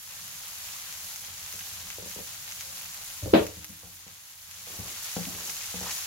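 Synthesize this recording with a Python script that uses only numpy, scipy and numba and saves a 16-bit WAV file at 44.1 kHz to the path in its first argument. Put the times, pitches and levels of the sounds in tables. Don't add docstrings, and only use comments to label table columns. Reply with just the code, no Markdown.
import sys
import numpy as np
from scipy import signal
from scipy.fft import rfft, irfft
from scipy.io import wavfile
from scipy.ndimage import uniform_filter1d
from numba import njit

SR = 44100
rng = np.random.default_rng(int(sys.argv[2]) if len(sys.argv) > 2 else 0)


def gain_from_decibels(decibels):
    exponent = np.asarray(decibels, float) / 20
    return 10 ** exponent


def log_audio(samples):
    frames = np.atleast_2d(samples).T
    limited = np.clip(frames, -1, 1)
    pcm = np.round(limited * 32767).astype(np.int16)
    wavfile.write(sys.argv[1], SR, pcm)


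N = 267246
TIME = np.arange(N) / SR

# frequency in Hz, density in dB per Hz.
FIZZ_SPECTRUM = [(1800, -28.5), (3000, -13.5), (5160, -3), (6800, 1), (8470, -6.5), (10300, 0),
                 (12600, -0.3), (15000, -3.5)]
# frequency in Hz, density in dB per Hz.
BUBBLING_SPECTRUM = [(250, -34.5), (385, -19), (450, -12), (800, -4), (1500, -0.9), (3000, 1), (4500, 0),
                     (7000, -22)]
# frequency in Hz, density in dB per Hz.
EXTRACTOR_SPECTRUM = [(15, -40.5), (25, -4.5), (43, -5.5), (59, -15.5), (91, 1.5), (124, -10), (180, -8),
                      (199, -10.5), (219, -21.5), (247, -17.5), (330, -23), (430, -56.5), (730, -120)]
# start in seconds, level in dB, pitch in Hz, lag of the left port in samples.
LARGE_SPITS = [(.2795, -27, 11500, -3), (.5556, -29, 9500, 7), (.6891, -31, 2900, -4),
               (.9259, -26, 10000, 0), (1.16, -24, 10000, 7), (1.4627, -28, 4300, 1),
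               (1.5262, -23, 11500, -3), (1.593, -23, 10500, 2), (1.6096, -28, 2900, 1),
               (1.903, -22, 4000, -5), (2.1136, -27, 6400, 2), (2.5125, -26, 5500, 7),
               (2.5227, -25, 5800, -6), (2.6096, -22, 6800, 0), (2.8131, -29, 4800, -6),
               (2.9456, -26, 11500, -3), (3.1019, -29, 5500, -6), (3.4673, -22, 7500, -3),
               (3.6449, -18, 10500, -3), (4.0799, -27, 5000, -6), (4.5122, -25, 8000, -4),
               (5.1385, -27, 9000, 8), (5.2319, -28, 3800, -2), (5.254, -26, 2900, -1),
               (5.3494, -26, 4000, -2), (5.4973, -19, 7000, -2), (5.7623, -25, 8500, -3),
               (5.613, -28, 3300, -1), (5.897, -25, 6400, 6), (5.9135, -24, 6400, -1)]
# frequency in Hz, length in cycles.
SPIT_RINGS = [(2900, 2.8), (6400, 5.5), (11500, 5.5)]
# time in seconds, fizz level in dB.
HEAT = [(0, -48), (.45, -47.5), (.65, -46), (2.05, -46.5), (2.25, -47), (2.45, -46), (2.65, -46.5),
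        (2.85, -46.5), (3.05, -47.5), (4.66, -49), (4.7, -47), (4.84, -47.5), (4.89, -44.5), (5.16, -42.5),
        (5.49, -42), (5.71, -43), (5.93, -39), (6.06, -41)]
# frequency in Hz, level in dB, T60 in seconds.
FLOOR_MODES = [(75, -5.5, 0.24), (94.5, 0.5, 0.17)]
# frequency in Hz, level in dB, T60 in seconds.
WORKTOP_MODES = [(175.6, 2.5, 0.21), (193.8, 0, .18), (247, -6, 0.16)]
# frequency in Hz, level in dB, T60 in seconds.
DOOR_MODES = [(74.7, -43, 0.14), (200.5, -11.5, 0.21), (238, -11.5, 0.13), (249, -26, 0.13),
              (324, -1, 0.17), (440, -20, 0.39), (497, -18.5, 0.15), (600, -11, 0.27), (630, -19.5, 0.063),
              (663, -9, 0.17), (880, -35.5, 0.14), (922, -33, 0.48), (960, -30, 0.17), (1060, -33, 0.19)]
# frequency in Hz, density in dB per Hz.
RATTLE_SPECTRUM = [(88, -40), (150, -10.5), (193, -13.5), (315, -10), (437, -8), (614, -7.5), (826, -17.5),
                   (973, -20.5), (1710, -25), (1870, -25.5), (2870, -26), (4040, -29.5), (5200, -41),
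                   (6760, -76.5), (11400, -120)]
# time in seconds, level in dB, centre frequency in Hz.
SPOON_STROKES = [
    [(4.66, -82, 503), (4.7, -56, 620), (4.9, -59, 510), (4.96, -67, 500)],
    [(5.2, -61, 500), (5.3, -56.5, 496), (5.5, -58.5, 600), (5.58, -69, 590)],
    [(5.78, -72, 500), (5.83, -48.5, 655), (5.855, -40.5, 1800), (5.89, -35.5, 2300), (5.915, -36, 3400),
     (5.95, -50, 4500)],
]
# start in seconds, frequency in Hz, level in dB, T60 in seconds.
LID_NOTES = [
    (2.62, 545, -48, 0.5),
    (3.34, 311, -44.5, 1.7),
]
# start in seconds, deep ring in dB, worktop over floor in dB, hardness in dB.
BOTTLE_THUDS = [(1.539, -57, -7, 0), (1.72, -51, -17, -17), (1.823, -48, -7, -13.5),
                (1.984, -48, -11.5, .7), (2.025, -48, 7, .7), (2.059, -53, 14, -3), (2.162, -43, -1.5, 3.5),
                (2.189, -60.5, 4, 12.5), (2.373, -58, -19, -11), (2.669, -55.5, -9, -7)]
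# start in seconds, deep ring in dB, worktop over floor in dB, hardness in dB.
CUPBOARD_THUDS = [
    (3.225, -23.5, -13, -9.5),
    (3.259, -28, -17, -2.5),
    (3.394, -30.5, -16, 5.5),
    (3.489, -47, -16, 3),
    (3.566, -39, -8, -10),
    (3.69, -40, 6, -12),
]
# start in seconds, deep ring in dB, worktop over floor in dB, hardness in dB.
SPOON_KNOCKS = [(3.833, -42.5, -10, -1.5), (4.065, -49, 7, -4), (4.672, -64, -5, 9.5),
                (4.789, -41.5, -8, -14), (4.859, -51, -5, 0.5), (5.1655, -33, 9, -4), (5.26, -35, 17, -13),
                (5.349, -50, 0, -4), (5.488, -54, 4, 1.5), (5.741, -40, -1, -1.6), (5.812, -40.5, -10, -5)]
# frequency in Hz, left minus right in dB.
PORT_BALANCE = [(500, 1.5), (2000, 0.85), (5000, 1.5), (9000, 1), (13000, -3)]

ROOM_T60_S = 0.24


def level(x, db):
    return x * gain_from_decibels(db) / np.sqrt(np.mean(x ** 2))


def colour(x, shape, flatten=False):
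    spec = rfft(x)
    hz, db = np.transpose(shape)
    if flatten:
        spec = spec / np.sqrt(uniform_filter1d(np.abs(spec) ** 2, size=3000, axis=-1))
    f = np.fft.rfftfreq(x.shape[-1], 1 / SR) + 1
    return irfft(spec * gain_from_decibels(np.interp(np.log(f), np.log(hz), db)), x.shape[-1])


def highpass(x, order, hz):
    return signal.sosfilt(signal.butter(order, hz, "high", fs=SR, output="sos"), x)


def pair(split_hz, n):
    mid, side = rng.standard_normal((2, n))
    side = highpass(side, 2, min(split_hz, 9000))
    return np.array([mid + side, mid - side])


def walk(rate):
    k = int(SR / rate)
    steps = np.repeat(rng.standard_normal(N // k + 1), k)
    return 1.2 * uniform_filter1d(uniform_filter1d(steps, k), k)[:N]


def room(x, t60, split_hz):
    t = np.arange(SR // 2) / SR
    tail = pair(split_hz, len(t)) * 1000 ** (-t / t60) * (t > .003)
    return signal.fftconvolve(x[None], tail / np.sqrt(np.sum(tail ** 2) / 2), axes=1)[:, :N]


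def rings(modes, chance, n, rise_ms, detune):
    t = np.arange(n) / SR
    total = np.zeros(n)
    for (hz, db, t60), (strength, tuning) in zip(modes, chance):
        tone = np.sin(2 * np.pi * hz * (1 + detune * tuning) * t)
        total += gain_from_decibels(db + 4.2 * strength) * tone * 1000 ** (-t / t60)
    return (1 - np.exp(-t * 1000 / rise_ms)) * total


@njit
def grains(at, hz, cycles, size, lag, pan):
    out = np.zeros((2, N + 4096))
    for k in range(len(at)):
        s = (2j * np.pi - 3 / cycles[k]) * hz[k] / SR
        turn = np.exp(s)
        n = min(int(2 * cycles[k] * SR / hz[k]) + 2, 2000)
        for c in range(2):
            t = at[k] + 16 + (.5 - c) * lag[k]
            i = int(t) + 1
            z = size[k] * pan[k] ** (.5 - c) * np.exp(s * (i - t))
            for j in range(n):
                out[c, i + j] += z.imag
                z *= turn
    return out[:, 16:N + 16]


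def extractor():
    power = gain_from_decibels(-62.5) ** 2
    for s, db, *_ in BOTTLE_THUDS + CUPBOARD_THUDS + SPOON_KNOCKS:
        t = np.clip(TIME - s, 0, None)
        swell = (1 - np.exp(-t / .03)) * 1000 ** (-t / 0.57)
        power = power + (gain_from_decibels(-53.5 + 0.49 * (db + 41.5)) * swell) ** 2
    rumble = level(colour(pair(500, N), EXTRACTOR_SPECTRUM + [(600, -57.5)]), 3.0)
    return rumble * np.sqrt(power) * gain_from_decibels(1.2 * walk(6.3))


def lids():
    out = np.zeros(N + SR)
    for s, *mode in LID_NOTES:
        out[int(s * SR):][:SR] += rings([mode], [(0.0066, 0)], SR, 30., 0)
    return out[:N] * gain_from_decibels(1.5 * walk(12))


def thuds():
    n = SR // 2
    out = np.zeros(N + SR)
    # thuds, edge level in dB, rise in ms, lowest body mode in Hz, frequency ratio spanned by a crowd
    objects = [(BOTTLE_THUDS, -5, 1.34, 390, 1.55),
               (CUPBOARD_THUDS, -9, 3.5, 290, 2.1),
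               (SPOON_KNOCKS, -3.5, 0.87, 470, 1.75)]
    crowd_t60_s, crowd_tilt_db = (.09, .06), (5, -5)
    blows = [(*blow, *kind) for rows, *kind in objects for blow in rows]
    chances = 0.6 * rng.standard_normal((len(blows), 2, 3, 2))
    spots = rng.random((len(blows), 2, 16))
    steady = np.zeros((16, 2))
    for blow, chance, spot in zip(blows, chances, spots):
        s, db, worktop_db, hard_db, edge_db, rise_ms, body_hz, span = blow
        places = (np.arange(16) + spot) / 16
        body, edge = [
            [(body_hz * span ** (k + u), -5.5 + crowd_tilt_db[k] * (u - .5), crowd_t60_s[k]) for u in place]
            for k, place in enumerate(places)]
        parts = [(FLOOR_MODES, -max(worktop_db, 0), chance[0]),
                 (WORKTOP_MODES, min(worktop_db, 0), chance[1]),
                 (body, hard_db, steady),
                 (edge, edge_db + 1.2 * hard_db, steady)]
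        push_ms = rise_ms * gain_from_decibels(-.6 * min(hard_db, 0))
        for modes, share_db, luck in parts:
            out[int(s * SR):][:n] += gain_from_decibels(db + share_db) * rings(modes, luck, n, push_ms, 0.069)
    return out[:N] * (1 + 0.44 * walk(160))


def slam():
    slam_s = 3.3377
    t = TIME - slam_s
    puff = gain_from_decibels(.5) * np.exp(-.5 * (t * 1000 / 1.0) ** 2) * np.sin(2 * np.pi * 420 * t + .4)
    puff += gain_from_decibels(-15) * np.exp(-.5 * ((t + 0.003) / .0013) ** 2) * np.cos(2 * np.pi * 380 * (t + .002))
    start = int(slam_s * SR)
    panel = rings(DOOR_MODES, np.zeros((len(DOOR_MODES), 2)), SR, 8.5, 0) * gain_from_decibels(-4)
    after = np.clip(t + 0.001, 0, None)
    shaking = 1000 ** (-after / 0.25) * (1 - np.exp(-after / 0.007))
    first_jolt = 1.1 * np.exp(-after / .002)
    rattle = level(colour(pair(250, N), RATTLE_SPECTRUM), -11.0) * (after > 0) * (shaking + first_jolt)
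    return puff + np.pad(panel, (start, N - start - SR)), rattle


def spoon():
    out = np.zeros((2, N))
    for stroke in SPOON_STROKES:
        s, db, hz = np.transpose(stroke)
        length_s = s[-1] - s[0]
        u = rng.random((int(3000 * length_s), 3)).T
        at = s[0] + u[0] * length_s
        size = gain_from_decibels(np.interp(at, s, db) - 1.1 * np.log(1 - u[1]) + 7 * (u[2] - .5))
        pitch = np.interp(at, s, hz) * 2 ** (2.3 * (u[2] - .5))
        one = np.ones(len(at))
        out += grains(at * SR, pitch, 3.8 * one, size, -2.2 * one, one)
    return out


def bubbles(lo_hz, hi_hz, cycles, spread_db, lag_spread, count):
    u = rng.random((count, 6)).T
    size = gain_from_decibels(spread_db * np.minimum(-np.log(1 - u[2]), 4.9)) * np.sign(u[4] - .5)
    lags = np.clip(-2.2 + lag_spread * (u[3] - u[5]), -28, 28)
    pitch = lo_hz * (hi_hz / lo_hz) ** u[1]
    return grains(u[0] * N, pitch, np.full(count, cycles), size, lags, np.ones(count))


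def spits(fizz_db, count):
    u = rng.random((count, 4)).T
    small_db = fizz_db[(u[0] * N).astype(int)] + 12 - 2 * np.log(1 - .85 * u[1])
    small = [u[0] * N / SR, small_db, 2900 * 4 ** u[2], 16 * u[3] - 9]
    s, db, pitch, lag = np.hstack([np.transpose(LARGE_SPITS), small])
    one = np.ones(len(s))
    out = np.zeros((2, N))
    for hz, cycles in SPIT_RINGS:
        size = -gain_from_decibels(db + 4 - 6 * np.abs(np.log2(hz / pitch)))
        out += grains(s * SR, hz * one, cycles * one, size, lag, one)
    out = highpass(out, 3, 1400)
    return out + gain_from_decibels(-4) * room(out[0], 0.05, 1000)


def frying(fizz_db):
    fine = level(bubbles(3000., 15000.0, 2.9, 3.05, 5.9, count=60000), 0) + level(pair(1200, N), -3.6)
    coarse = level(bubbles(880.0, 5000., 0.75, 1.5, 19.0, count=25000), 0) + level(pair(500, N), -0.017)
    stirring_db = fizz_db + 47
    coarse_db = -4 - 0.27 * stirring_db
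    top_db = -0.42 - 0.28 * stirring_db
    shared = .65 * walk(14)
    fine = colour(fine, FIZZ_SPECTRUM, True)
    top = signal.sosfiltfilt(signal.butter(4, 8500, "high", fs=SR, output="sos"), fine)
    fine = level(fine - top, 2.16) + level(top, 4.3) * gain_from_decibels(top_db + 0.73 * walk(11))
    fine = fine * gain_from_decibels(fizz_db + shared + .5 * walk(40))
    coarse = level(colour(coarse, BUBBLING_SPECTRUM, True), 3.86)
    coarse = coarse * gain_from_decibels(fizz_db + coarse_db + shared + 0.92 * walk(45))
    return fine + coarse + spits(fizz_db, count=70)


def gain_db():
    opening = -3 * np.exp(-TIME / 0.14)
    sink = 1 - np.exp(-np.clip(TIME - 3.447, 0, None) / 0.2)
    recovery = np.clip(1 - (TIME - 4.368) / 0.27, 0, 1)
    return opening - 7 * sink * recovery


def scene():
    door, rattle = slam()
    knocks = highpass(thuds(), 2, 62) + lids()
    wet = gain_from_decibels(-10) * room(door, ROOM_T60_S, 200) + room(knocks, ROOM_T60_S, 250)
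    door = np.array([np.roll(door, shift=14) * gain_from_decibels(-1.4), door])
    pan = frying(np.interp(TIME, *np.transpose(HEAT)))
    return pan + extractor() + door + rattle + knocks + wet + spoon()


def band_limit(x):
    return signal.sosfilt(signal.butter(12, 16980, fs=SR, output="sos"), x)


def record(dry):
    ridden = dry * gain_from_decibels(gain_db())
    x = np.array([colour(port, [(hz, sign * db / 2) for hz, db in PORT_BALANCE])
                  for port, sign in zip(ridden, (1, -1))])
    x = np.clip(highpass(x, 2, 38), -1, 1)
    x = signal.sosfiltfilt(signal.ellip(10, .1, 60, 15820, fs=SR, output="sos"), x)
    return band_limit(x)


dry = scene()
out = record(dry)
log_audio(out)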